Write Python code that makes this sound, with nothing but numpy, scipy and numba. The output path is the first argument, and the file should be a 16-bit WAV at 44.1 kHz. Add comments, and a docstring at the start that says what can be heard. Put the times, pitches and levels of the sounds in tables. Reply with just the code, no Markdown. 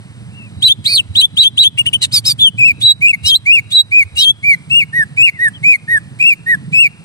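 """A leafbird sings in a cage close to a phone, over a low throbbing rumble, a hiss and a faint call further off.
It opens with sharp two-voiced chirps and a screech, then gritty chips, buzzes and a downward slur.
High whistles follow among peeps and scrapes; at the end high and low whistles alternate.
Each side of its syrinx makes one gliding tone; where both sound they mix and rasp.
The phone's limiter holds the loud notes down, so the rumble ducks and creeps back after them."""
import sys
import numpy as np
from scipy import signal
from scipy.fft import rfft, irfft
from scipy.io import wavfile
from scipy.ndimage import uniform_filter1d, minimum_filter1d
from numba import njit

SR = 44100
rng = np.random.default_rng(int(sys.argv[2]) if len(sys.argv) > 2 else 0)


def dump(signal):
    """Clip the signal to [-1, 1] and save it as 16-bit WAV at the path in sys.argv[1]."""
    limited = np.clip(np.atleast_2d(signal).T, -1, 1)
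    pcm = np.round(limited * 32767).astype(np.int16)
    wavfile.write(sys.argv[1], SR, pcm)


N = 310464
T = np.arange(N) / SR

# how throat and open beak colour the overtones and the rasp: f/Hz, level/dB
BEAK_COLOUR = [(800, -24.5), (2500, 0.5), (5000, -5.5), (6000, -4), (7200, -2.5), (10000, 10), (12000, 0),
               (14000, 4.5), (15500, -8)]
# spectrum of the turbulent air in the syrinx: f/Hz, level/dB
RASP_SPECTRUM = [(600, -33.5), (2600, 16.5), (4200, 11), (6000, 3.5), (8000, 3.5), (11000, -14),
                 (13700, -9), (15500, -19.5)]
# low whistle, a soft shallow arch that drops at the end:
# t/share of length, f/share of top pitch, level/dB, rasp/0-1
LOW_ARCH_SHAPE = [(0, .92, -18.5, 0.083), (.4, 1, -6, 0.088), (.68, .95, -4.5, 0.044),
                  (.92, .88, -7.5, .05), (1, 0.821, -10, 0.45)]


def undb(db):
    """Decibels to gain."""
    return 10 ** (np.asarray(db) / 20)


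def curve(points, hz):
    """Read (Hz, value) points on a log-frequency axis."""
    f, value = np.transpose(points)
    return np.interp(np.log(hz + 1), np.log(f), value)


def colour(x, points):
    """Filter by a spectrum of (Hz, dB) points."""
    gain = undb(curve(points, np.fft.rfftfreq(N, 1 / SR)))
    return irfft(rfft(x) * gain, N)


def noise(points):
    """Noise of rms 1 with the given spectrum."""
    x = colour(rng.standard_normal(N), points)
    return x / x.std()


def wander(rate_hz):
    """Smooth random motion of spread 1, mostly slower than the given rate."""
    lowpass = 1 / (1 + (np.fft.rfftfreq(N, 1 / SR) / rate_hz) ** 4)
    x = irfft(rfft(rng.standard_normal(N)) * lowpass, N)
    return x / x.std()


def span(start, length):
    """The samples of a note and how far through it each one lies (0-1)."""
    i = np.arange(int(start * SR), min(int((start + length) * SR), N))
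    return i, np.linspace(0, 1, len(i))


def glide(u, places, values):
    """Join a few points by lines with rounded corners, as muscles move."""
    return uniform_filter1d(np.interp(u, places, values), len(u) // 10, mode="nearest")


def whistles(waver_hz=9, growl_hz=430, press_db=15, mixing_db=-16, rasp_db=-29, meeting_db=-34,
             puff_db=-39, puff_s=0.014, crack_db=-20, crack_s=0.004, spit_db=-33):
    """Nearly pure gliding tones with weak overtones; a puff of air starts each, and they rasp where two meet."""
    # a tone's partials from the second up: level/dB
    overtones_db = [-36, -38, -50.5, -42.5, -43.5, -44]
    tone, squares, overtones, hoarse, effort, power = np.zeros((6, N))
    beat, beat_hz = flutter()
    waver = waver_hz * wander(130)  # for a clean tone; rasp widens it
    # a hard-pressed membrane takes on a second, slower and uneven swing: it gives sidebands and chops the air
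    growl = np.sin(2 * np.pi * growl_hz * T + 2 * wander(130))
    scatter = [undb(3 * wander(40)) for _ in overtones_db]
    for note in song():
        s, *controls = np.transpose(note)
        start = s[0]
        i, u = span(start, s[-1] - start)
        pitch, level_db, rasp = (glide(T[i], s, control) for control in controls)
        press = np.sqrt(abs(rasp))
        hz = pitch + beat_hz[i] + waver[i] * (1 + 10 * rasp)
        phase = 2 * np.pi * np.cumsum(hz) / SR
        gate = np.sin(np.pi / 2 * np.interp(u, [0, .14, .9, 1], [0, 1, 1, 0])) ** 2
        size = undb(level_db) * gate * beat[i] * (1 + rasp * press * growl[i])
        voice = size * np.sin(phase)
        tone[i] += voice
        squares[i] += voice ** 2
        effort[i] += size
        power[i] += size ** 2
        hoarse[i] += size * undb(rasp_db) * rasp ** 2
        # each beat of a flutter spits air
        hoarse[i] += size * undb(spit_db) * np.maximum(beat[i] - 1, 0)
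        # a side that opens under full pressure cracks
        hoarse[i] += undb(crack_db + level_db[0]) * rasp[0] * np.exp(-(T[i] - start) / crack_s)
        # pressed notes are brighter
        for k, db in enumerate(overtones_db):
            overtones[i] += size * undb(db + press_db * press) * scatter[k][i] * np.sin((k + 2) * phase)
        # air escapes before the tone has built up, far more for high notes
        j, v = span(start - puff_s, 4 * puff_s)
        hoarse[j] += undb(puff_db) * (hz.mean() / 3000) ** 4 * np.sin(np.pi * v) ** 2
    # the two sides share one airstream: their product adds sum and difference tones
    mixed = (tone ** 2 - squares) / (np.abs(effort) + .1)
    # where they meet the flow turns turbulent
    meeting = np.sqrt(np.abs(effort ** 2 - power))
    hoarse += undb(meeting_db) * uniform_filter1d(meeting, size=700)
    air = hoarse * (1 + growl) * noise(RASP_SPECTRUM)
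    return tone + colour(overtones + undb(mixing_db) * mixed + air, BEAK_COLOUR)


def song():
    """Every tone as rows (s, Hz, dB, rasp); tones that overlap are the two sides singing together."""
    # Shapes, the gesture of one side: t/share of length, f/share of top pitch, level/dB, rasp/0-1
    # chirp: one side sweeps up, then the other takes over about a musical third lower
    chirp_rise = [(0, .66, -6, .25), (.1, .885, -6.5, .12), (.33, 1, -1, 0), (.64, 0.96, 3, 0.73)]
    chirp_tail = [(.54, .75, 3.1, 0.72), (.69, 0.79, 3.5, .4), (.93, .88, 5, 0.067), (1, .86, 3, .1)]
    # chip: a gritty catch that clears into a short tone
    chip_shape = [(0, 0.87, -23.5, 0.73), (.25, 0.94, -7.5, 1), (.55, 1, -1, .15), (1, .94, -10.5, 0.1713)]
    # peep: a scoop up to a held tone that swells
    peep_shape = [(0, 0.81, -14, .45), (.24, 0.96, -7.5, 0.14), (.45, 0.98, -1, 0.03), (.8, 0.94, 6, .06),
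                  (1, 0.98, 11, .15)]
    # Syllables: start t/s, length t/s, top f/Hz, level/dB
    chirps = [(0.62, 0.11, 4043, 0.5), (1.15, 0.11, 3983, -0.5), (1.367, .117, 3963, 2),
              (1.573, 0.11, 3972, 5)]
    chips = [(1.772, .049, 2912, 0), (1.854, .04, 3058, -3), (1.928, .04, 3150, 2)]
    peeps = [(2.807, 0.12, 4036, 0.15), (3.708, 0.11, 4043, -2)]
    low_whistles = [(4.923, 0.12, 1936, -0.61), (5.383, 0.11, 1957, 0.03), (5.873, .116, 1922, 0),
                    (6.458, 0.1, 1956, 0.25)]
    # scrapes: start t/s, length t/s, top f/Hz, level/dB, final upward flick f/Hz
    scrapes = [(3.235, .141, 4045, -2, 867), (4.155, .166, 4030, 0, 213.3)]
    # high whistles: start t/s, length t/s, shelf f/Hz, drift along the shelf f/Hz,
    # crest f/Hz, landing f/Hz, level/dB
    high_whistles = [(2.574, 0.15, 2632, -260, 2645, 2435, -1), (3.007, 0.15, 2429, -24.5, 2676, 2214, 0),
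                     (3.452, .152, 2334, 110.5, 2802, 2366, -0.5),
                     (3.909, 0.13, 2405, 34.5, 2510, 2228, -2.5), (4.426, 0.13, 2314, 73, 2329, 2110, -5),
                     (4.696, .148, 2745, 10.5, 2865, 2272, -3), (5.165, .14, 2498, 36, 2784, 2304, -2),
                     (5.627, 0.14, 2344, 154.5, 2494, 2190, -2.5),
                     (6.189, .155, 2497, 55, 2743, 2396, -2.5), (6.721, .16, 2583, 2, 2772, 2370, -1.5)]
    # slurs sung only once: t/s, f/Hz, level/dB, rasp/0-1
    screech = [(0.846, 3000, -11, 0.9), (0.868, 3924, -1, 0.34), (0.888, 4560, -15, 0.82),
               (0.925, 4405, -8.5, 0.58), (0.955, 4550, -0.5, 0.4), (0.972, 3750, -1.5, 0.77),
               (1.014, 2432, -1, 0)]
    screech_undertone = [(0.87, 2150, -20.5, 0.17), (0.909, 2530, -16, 0.11), (0.952, 2350, -22, 0.25)]
    downslur = [(2.384, 3100, -13, 0.27), (2.402, 3490, -9.5, .4), (2.436, 3510, 8, 0.071),
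                (2.473, 3070, 10.5, 0.035), (2.495, 2950, -1.5, 0.15)]
    kinds = [(chirp_rise, chirps), (chirp_tail, chirps), (chip_shape, chips), (peep_shape, peeps),
             (LOW_ARCH_SHAPE, low_whistles)]
    tones = [syllable(shape, *row) for shape, rows in kinds for row in rows]
    tones += [voice for row in scrapes for voice in scrape(*row)]
    tones += [voice for row in high_whistles for voice in high_whistle(*row)]
    return tones + [screech, screech_undertone, downslur]


def syllable(shape, start, length, top_hz, db):
    """Stretch a shape to one syllable's time, pitch and level: rows (s, Hz, dB, rasp)."""
    return np.array([start, 0, db, 0]) + np.array(shape) * [length, top_hz, 1, 1]


def high_whistle(start, length, shelf_hz, drift_hz, crest_hz, landing_hz, db,
                 scoop=.88, droop=.93, trail_from=0.6, trail_db=-15, trail_sharp_hz=113.6):
    """Scoop onto a shelf, crest and fall; the other side softly trails the fall, and the two beat."""
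    # onset, shelf from, shelf to, crest from, crest to, landing, end: t/share of length, level/dB, rasp/0-1
    stages = [(0, -10.5, 0.3), (0.142, -3.5, .03), (.39, 0, 0.07), (.53, 4, 0), (.64, 5, .03),
              (.85, -.5, 0), (1.001, -3, 0.31)]
    places, level_db, rasp = np.transpose(stages)
    end_hz = droop * landing_hz
    hz = [scoop * shelf_hz, shelf_hz, shelf_hz + drift_hz, crest_hz, crest_hz, landing_hz, end_hz]
    lead = np.transpose([start + length * places, hz, db + level_db, rasp])
    trail = [(start + length * trail_from, crest_hz + trail_sharp_hz, db + trail_db, 0),
             (start + length, end_hz + trail_sharp_hz, db + trail_db, 0)]
    return [lead, trail]


def scrape(start, length, top_hz, db, flick_hz, flick_from=.76, flick_to=.88):
    """A rasping side sinks while the other climbs to meet it, carries on alone and flicks up."""
    # the two sides: t/share of length, f/share of top pitch, level/dB, rasp/0-1
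    upper_shape = [(.08, .94, -17.5, 0.25), (.27, 0.97, -4, 0.14), (.45, .94, -3, 0.64), (.6, .85, 3, 0.81)]
    lower_shape = [(0, 0.68, -11.5, .4), (.2, .7, -13, 0.17), (.45, .82, -0.5, 0.12), (.7, .785, 4.5, .15),
                   (.88, .79, 7.5, .2), (1, .79, 3, 0.16)]
    lower = syllable(lower_shape, start, length, top_hz, db)
    # finer steps in time make room for the flick
    s = np.linspace(lower[0, 0], lower[-1, 0], 50)
    lower = np.transpose([np.interp(s, lower[:, 0], column) for column in lower.T])
    lower[:, 1] += flick_hz * np.interp((s - start) / length, [flick_from, flick_to], [0, 1])
    return [syllable(upper_shape, start, length, top_hz, db), lower]


def flutter(length_s=0.061, swing_hz=170, break_at_s=3.124, break_s=.01):
    """Brief fast beating of the membranes, as gain and pitch offset, and one instant where the tone breaks off."""
    # centre t/s, beat rate f/Hz, depth/0-1
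    beats = [(2.689, 111.6, 0.3), (3.084, 101.7, 0.7), (3.574, 147, 0.25), (4.005, 105.5, 0.2),
             (4.805, 211, 0.3), (5.281, 184, 0.65), (5.732, 123.5, 0.52), (6.228, 71.3, 0.71),
             (6.856, 170.7, 0.31)]
    gain, offset_hz = np.ones(N), np.zeros(N)
    for centre, rate, depth in beats:
        i, u = span(centre - length_s / 2, length_s)
        turn = 2 * np.pi * rate * (T[i] - centre)
        window = np.sin(np.pi * u) ** 2
        gain[i] += depth * window * np.cos(turn)
        offset_hz[i] += swing_hz * depth * window * np.sin(turn + np.pi / 4)
    # a high whistle breaks off just before it lands
    unbroken = 1 - np.exp(-((T - break_at_s) / break_s) ** 4)
    return gain * unbroken, offset_hz


def buzzes(rasp_db=-22):
    """Membranes slap shut at a low rate: a rough harmonic stack, its fourth partial picked out by the throat."""
    # buzzes, alone or under a scrape: start t/s, length t/s, top f/Hz, level/dB, jitter/share of pitch
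    calls = [(2.008, .053, 1040, -10.5, 0.042), (2.112, 0.088, 1297, -8.5, 0.012),
             (2.24, 0.091, 1330, -6.5, .011), (3.248, 0.06, 1387, -13, .028),
             (4.167, 0.076, 1430, -19.5, 0.023)]
    # t/share of length, f/share of top pitch, level/dB
    buzz_shape = [(0, 0.52, -32.5), (0.198, 0.94, -5), (.4, 1, 4.5), (.65, 0.91, 4.5), (.9, .87, 0),
                  (1, 0.98, -43.5)]
    # partials from the first up: level/dB
    partials_db = [-35, -20.5, -7, 0, -19.5, -17.5, -23.5, -13.5, -24.5, -18, -21, -27]
    out, hoarse = np.zeros((2, N))
    places, pitch, level_db = np.transpose(buzz_shape)
    unrest, flicker = wander(600), 1 + .24 * wander(500)
    for start, length, top_hz, db, jitter in calls:
        i, u = span(start, length)
        hz = top_hz * glide(u, places, pitch) * (1 + jitter * unrest[i])
        phase = 2 * np.pi * np.cumsum(hz) / SR
        size = undb(db + np.interp(u, places, level_db)) * flicker[i]
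        for k, partial_db in enumerate(partials_db):
            out[i] += size * undb(partial_db) * np.sin((k + 1) * phase + rng.uniform(0, 2 * np.pi))
        hoarse[i] += size * (1 + np.cos(phase))  # air hisses once a cycle
    return out + undb(rasp_db) * colour(hoarse * noise(RASP_SPECTRUM), BEAK_COLOUR)


def cage(x, scatter_db=-2, ring_s=0.0062, corner_hz=7000):
    """Bars and panels scatter the short waves: many tiny echoes comb the treble, differently in each channel."""
    t = T[:SR // 50]
    response = rng.standard_normal((2, len(t))) * np.exp(-t / ring_s)
    # level of the scatter ahead of its high-pass
    response *= undb(scatter_db) / np.sqrt(np.sum(response ** 2) / 2)
    highpass = signal.butter(2, corner_hz, "high", fs=SR, output="sos")
    response = signal.sosfilt(highpass, response)
    return x + signal.fftconvolve(x, response, axes=1)[:, :N]


def ports(x):
    """The two microphone channels differ in phase and level from band to band."""
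    # right channel against left: f/Hz, phase lag/radians, left minus right level/dB
    bands = [(125.6, 1.05, -4.5), (486, 1.1, 0), (1830, 1.84, -1), (2200, 2.036, 2.5), (2336, 2.32, -2),
             (2935, 2.946, 6.5), (3904, 4.61, -4), (3940, 6.53, -1.5), (4740, 5.13, -1.5),
             (7254, 4.9, 10.5), (8290, 12.4, -26), (10400, 9.4, 5.5), (11150, 15.34, 2)]
    table, hz = np.array(bands), np.fft.rfftfreq(N, 1 / SR)
    lag, tilt_db = curve(table[:, [0, 1]], hz), curve(table[:, [0, 2]], hz)
    # each channel takes half of the difference
    half = undb(tilt_db / 2) * np.exp(.5j * lag)
    return irfft(rfft(x) * np.array([half, 1 / half]), N)


def room(x, tail_db=-35, t60_s=0.74, dull_hz=2600):
    """A few close echoes and a faint, dull diffuse tail."""
    # early echoes off the cage and the walls: delay t/s, left level/dB, right level/dB
    echoes = [(.0021, -21, -19), (.0071, -20, -20)]
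    t = T[:SR // 2]
    response = rng.standard_normal((2, len(t))) * undb(-60 * t / t60_s)
    # level of the tail ahead of its low-pass
    response *= undb(tail_db) / np.sqrt(np.sum(response ** 2) / 2)
    response = signal.sosfilt(signal.butter(3, dull_hz, fs=SR, output="sos"), response)
    for delay, *db in echoes:
        response[:, int(delay * SR)] += undb(db)
    return signal.fftconvolve(x, response, axes=1)[:, :N]


def far_birds():
    """Faint, wavering arched whistles of other birds further off."""
    # start t/s, length t/s, top f/Hz, level/dB
    far_calls = [(0.31, 0.18, 2820, -29.5), (5.31, .09, 2144, -23.5), (5.527, 0.055, 3300, -25.5)]
    out, waver = np.zeros(N), 1 + .02 * wander(90)
    for row in far_calls:
        s, hz, db, _ = syllable(LOW_ARCH_SHAPE, *row).T
        i, u = span(*row[:2])
        phase = 2 * np.pi * np.cumsum(glide(T[i], s, hz) * waver[i]) / SR
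        arch = np.sqrt(np.sin(np.pi * u))
        out[i] += undb(glide(T[i], s, db)) * arch * np.sin(phase)
    return out


def rumble(swell_db=2, throb=0.43, throb_hz=18, bump_s=0.017):
    """Two bands of low noise that throb fairly evenly, with a few soft bumps."""
    # spectra of the deep and the higher band: f/Hz, level/dB per Hz
    deep_spectrum = [(18, -92), (30, -53.5), (67, -23.5), (112, 1.5), (151, -10), (193, -10.5), (421, -35),
                     (1000, -42.5), (1300, -121), (2200, -120)]
    high_spectrum = [(18, -44.5), (30, -37.5), (69, -40), (86, -3.5), (146, 8.5), (473, -28), (1000, -51),
                     (1300, -65), (2200, -120)]
    # the weight moves from deep to higher: t/s, deep level/dB, higher level/dB
    levels = [(0, -34, -58), (2.7, -28, -37.5), (3.602, -37, -67.5), (4.3, -38.5, -41), (4.698, -48, -34),
              (6.2, -35.5, -38.5), (6.7, -82, -29.5), (7.04, -44.5, -34)]
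    # bumps: t/s, f/Hz, level/dB
    bumps = [(0.584, 91.5, -19.5), (1.108, 87.4, -18), (3.25, 84.5, -18), (4.06, 88, -23.5),
             (4.15, 78, -25.5)]
    s, deep_db, high_db = np.transpose(levels)
    deep = undb(np.interp(T, s, deep_db)) * noise(deep_spectrum)
    high = undb(np.interp(T, s, high_db)) * noise(high_spectrum)
    turn = 2 * np.pi * throb_hz * T + wander(2)
    out = (deep + high) * undb(swell_db * wander(8.1)) * (1 + throb * np.sin(turn))
    for at, hz, db in bumps:
        bell = np.exp(-((T - at) / bump_s) ** 2)
        out = out + undb(db) * bell * np.sin(2 * np.pi * hz * (T - at))
    return out


def hiss(level_db=-47):
    """A steady background hiss: noise that thins out toward the treble."""
    # f/Hz, level/dB per Hz
    hiss_spectrum = [(200, 6), (600, 0.5), (2500, 0), (5000, -8.5), (6500, -16.5), (8700, -11),
                     (10500, -12.5), (13000, -36), (15500, -29)]
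    return noise(hiss_spectrum) * undb(level_db)


def scene():
    """The birds through cage and microphones with the room's echoes, over rumble and combed hiss."""
    birds = cage(ports(whistles() + buzzes() + far_birds()))
    return birds + room(birds) + ports(rumble()) + cage(ports(hiss()))


@njit
def recover(over_db, release):
    """Gain reduction that follows a rise at once and lets go slowly."""
    out, held = np.empty(len(over_db)), 0.
    for i in range(len(over_db)):
        held = max(over_db[i], held * release)
        out[i] = held
    return out


def record(dry, ceiling_db=0.22, release_s=0.076, top_hz=15600):
    """The phone's look-ahead limiter, one gain for both channels, then a steep treble cut."""
    peak_db = 20 * np.log10(np.abs(dry).max(axis=0) + 1e-9)
    over_db = np.maximum(peak_db - ceiling_db, 0)
    gain = undb(-recover(over_db, np.exp(-1 / (release_s * SR))))
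    # the gain starts to fall shortly ahead of each peak
    gain = uniform_filter1d(minimum_filter1d(gain, size=129), size=129)
    treble_cut = signal.ellip(8, .2, 70, top_hz, fs=SR, output="sos")
    return signal.sosfilt(treble_cut, dry * gain)


dry = scene()
out = record(dry)
dump(out)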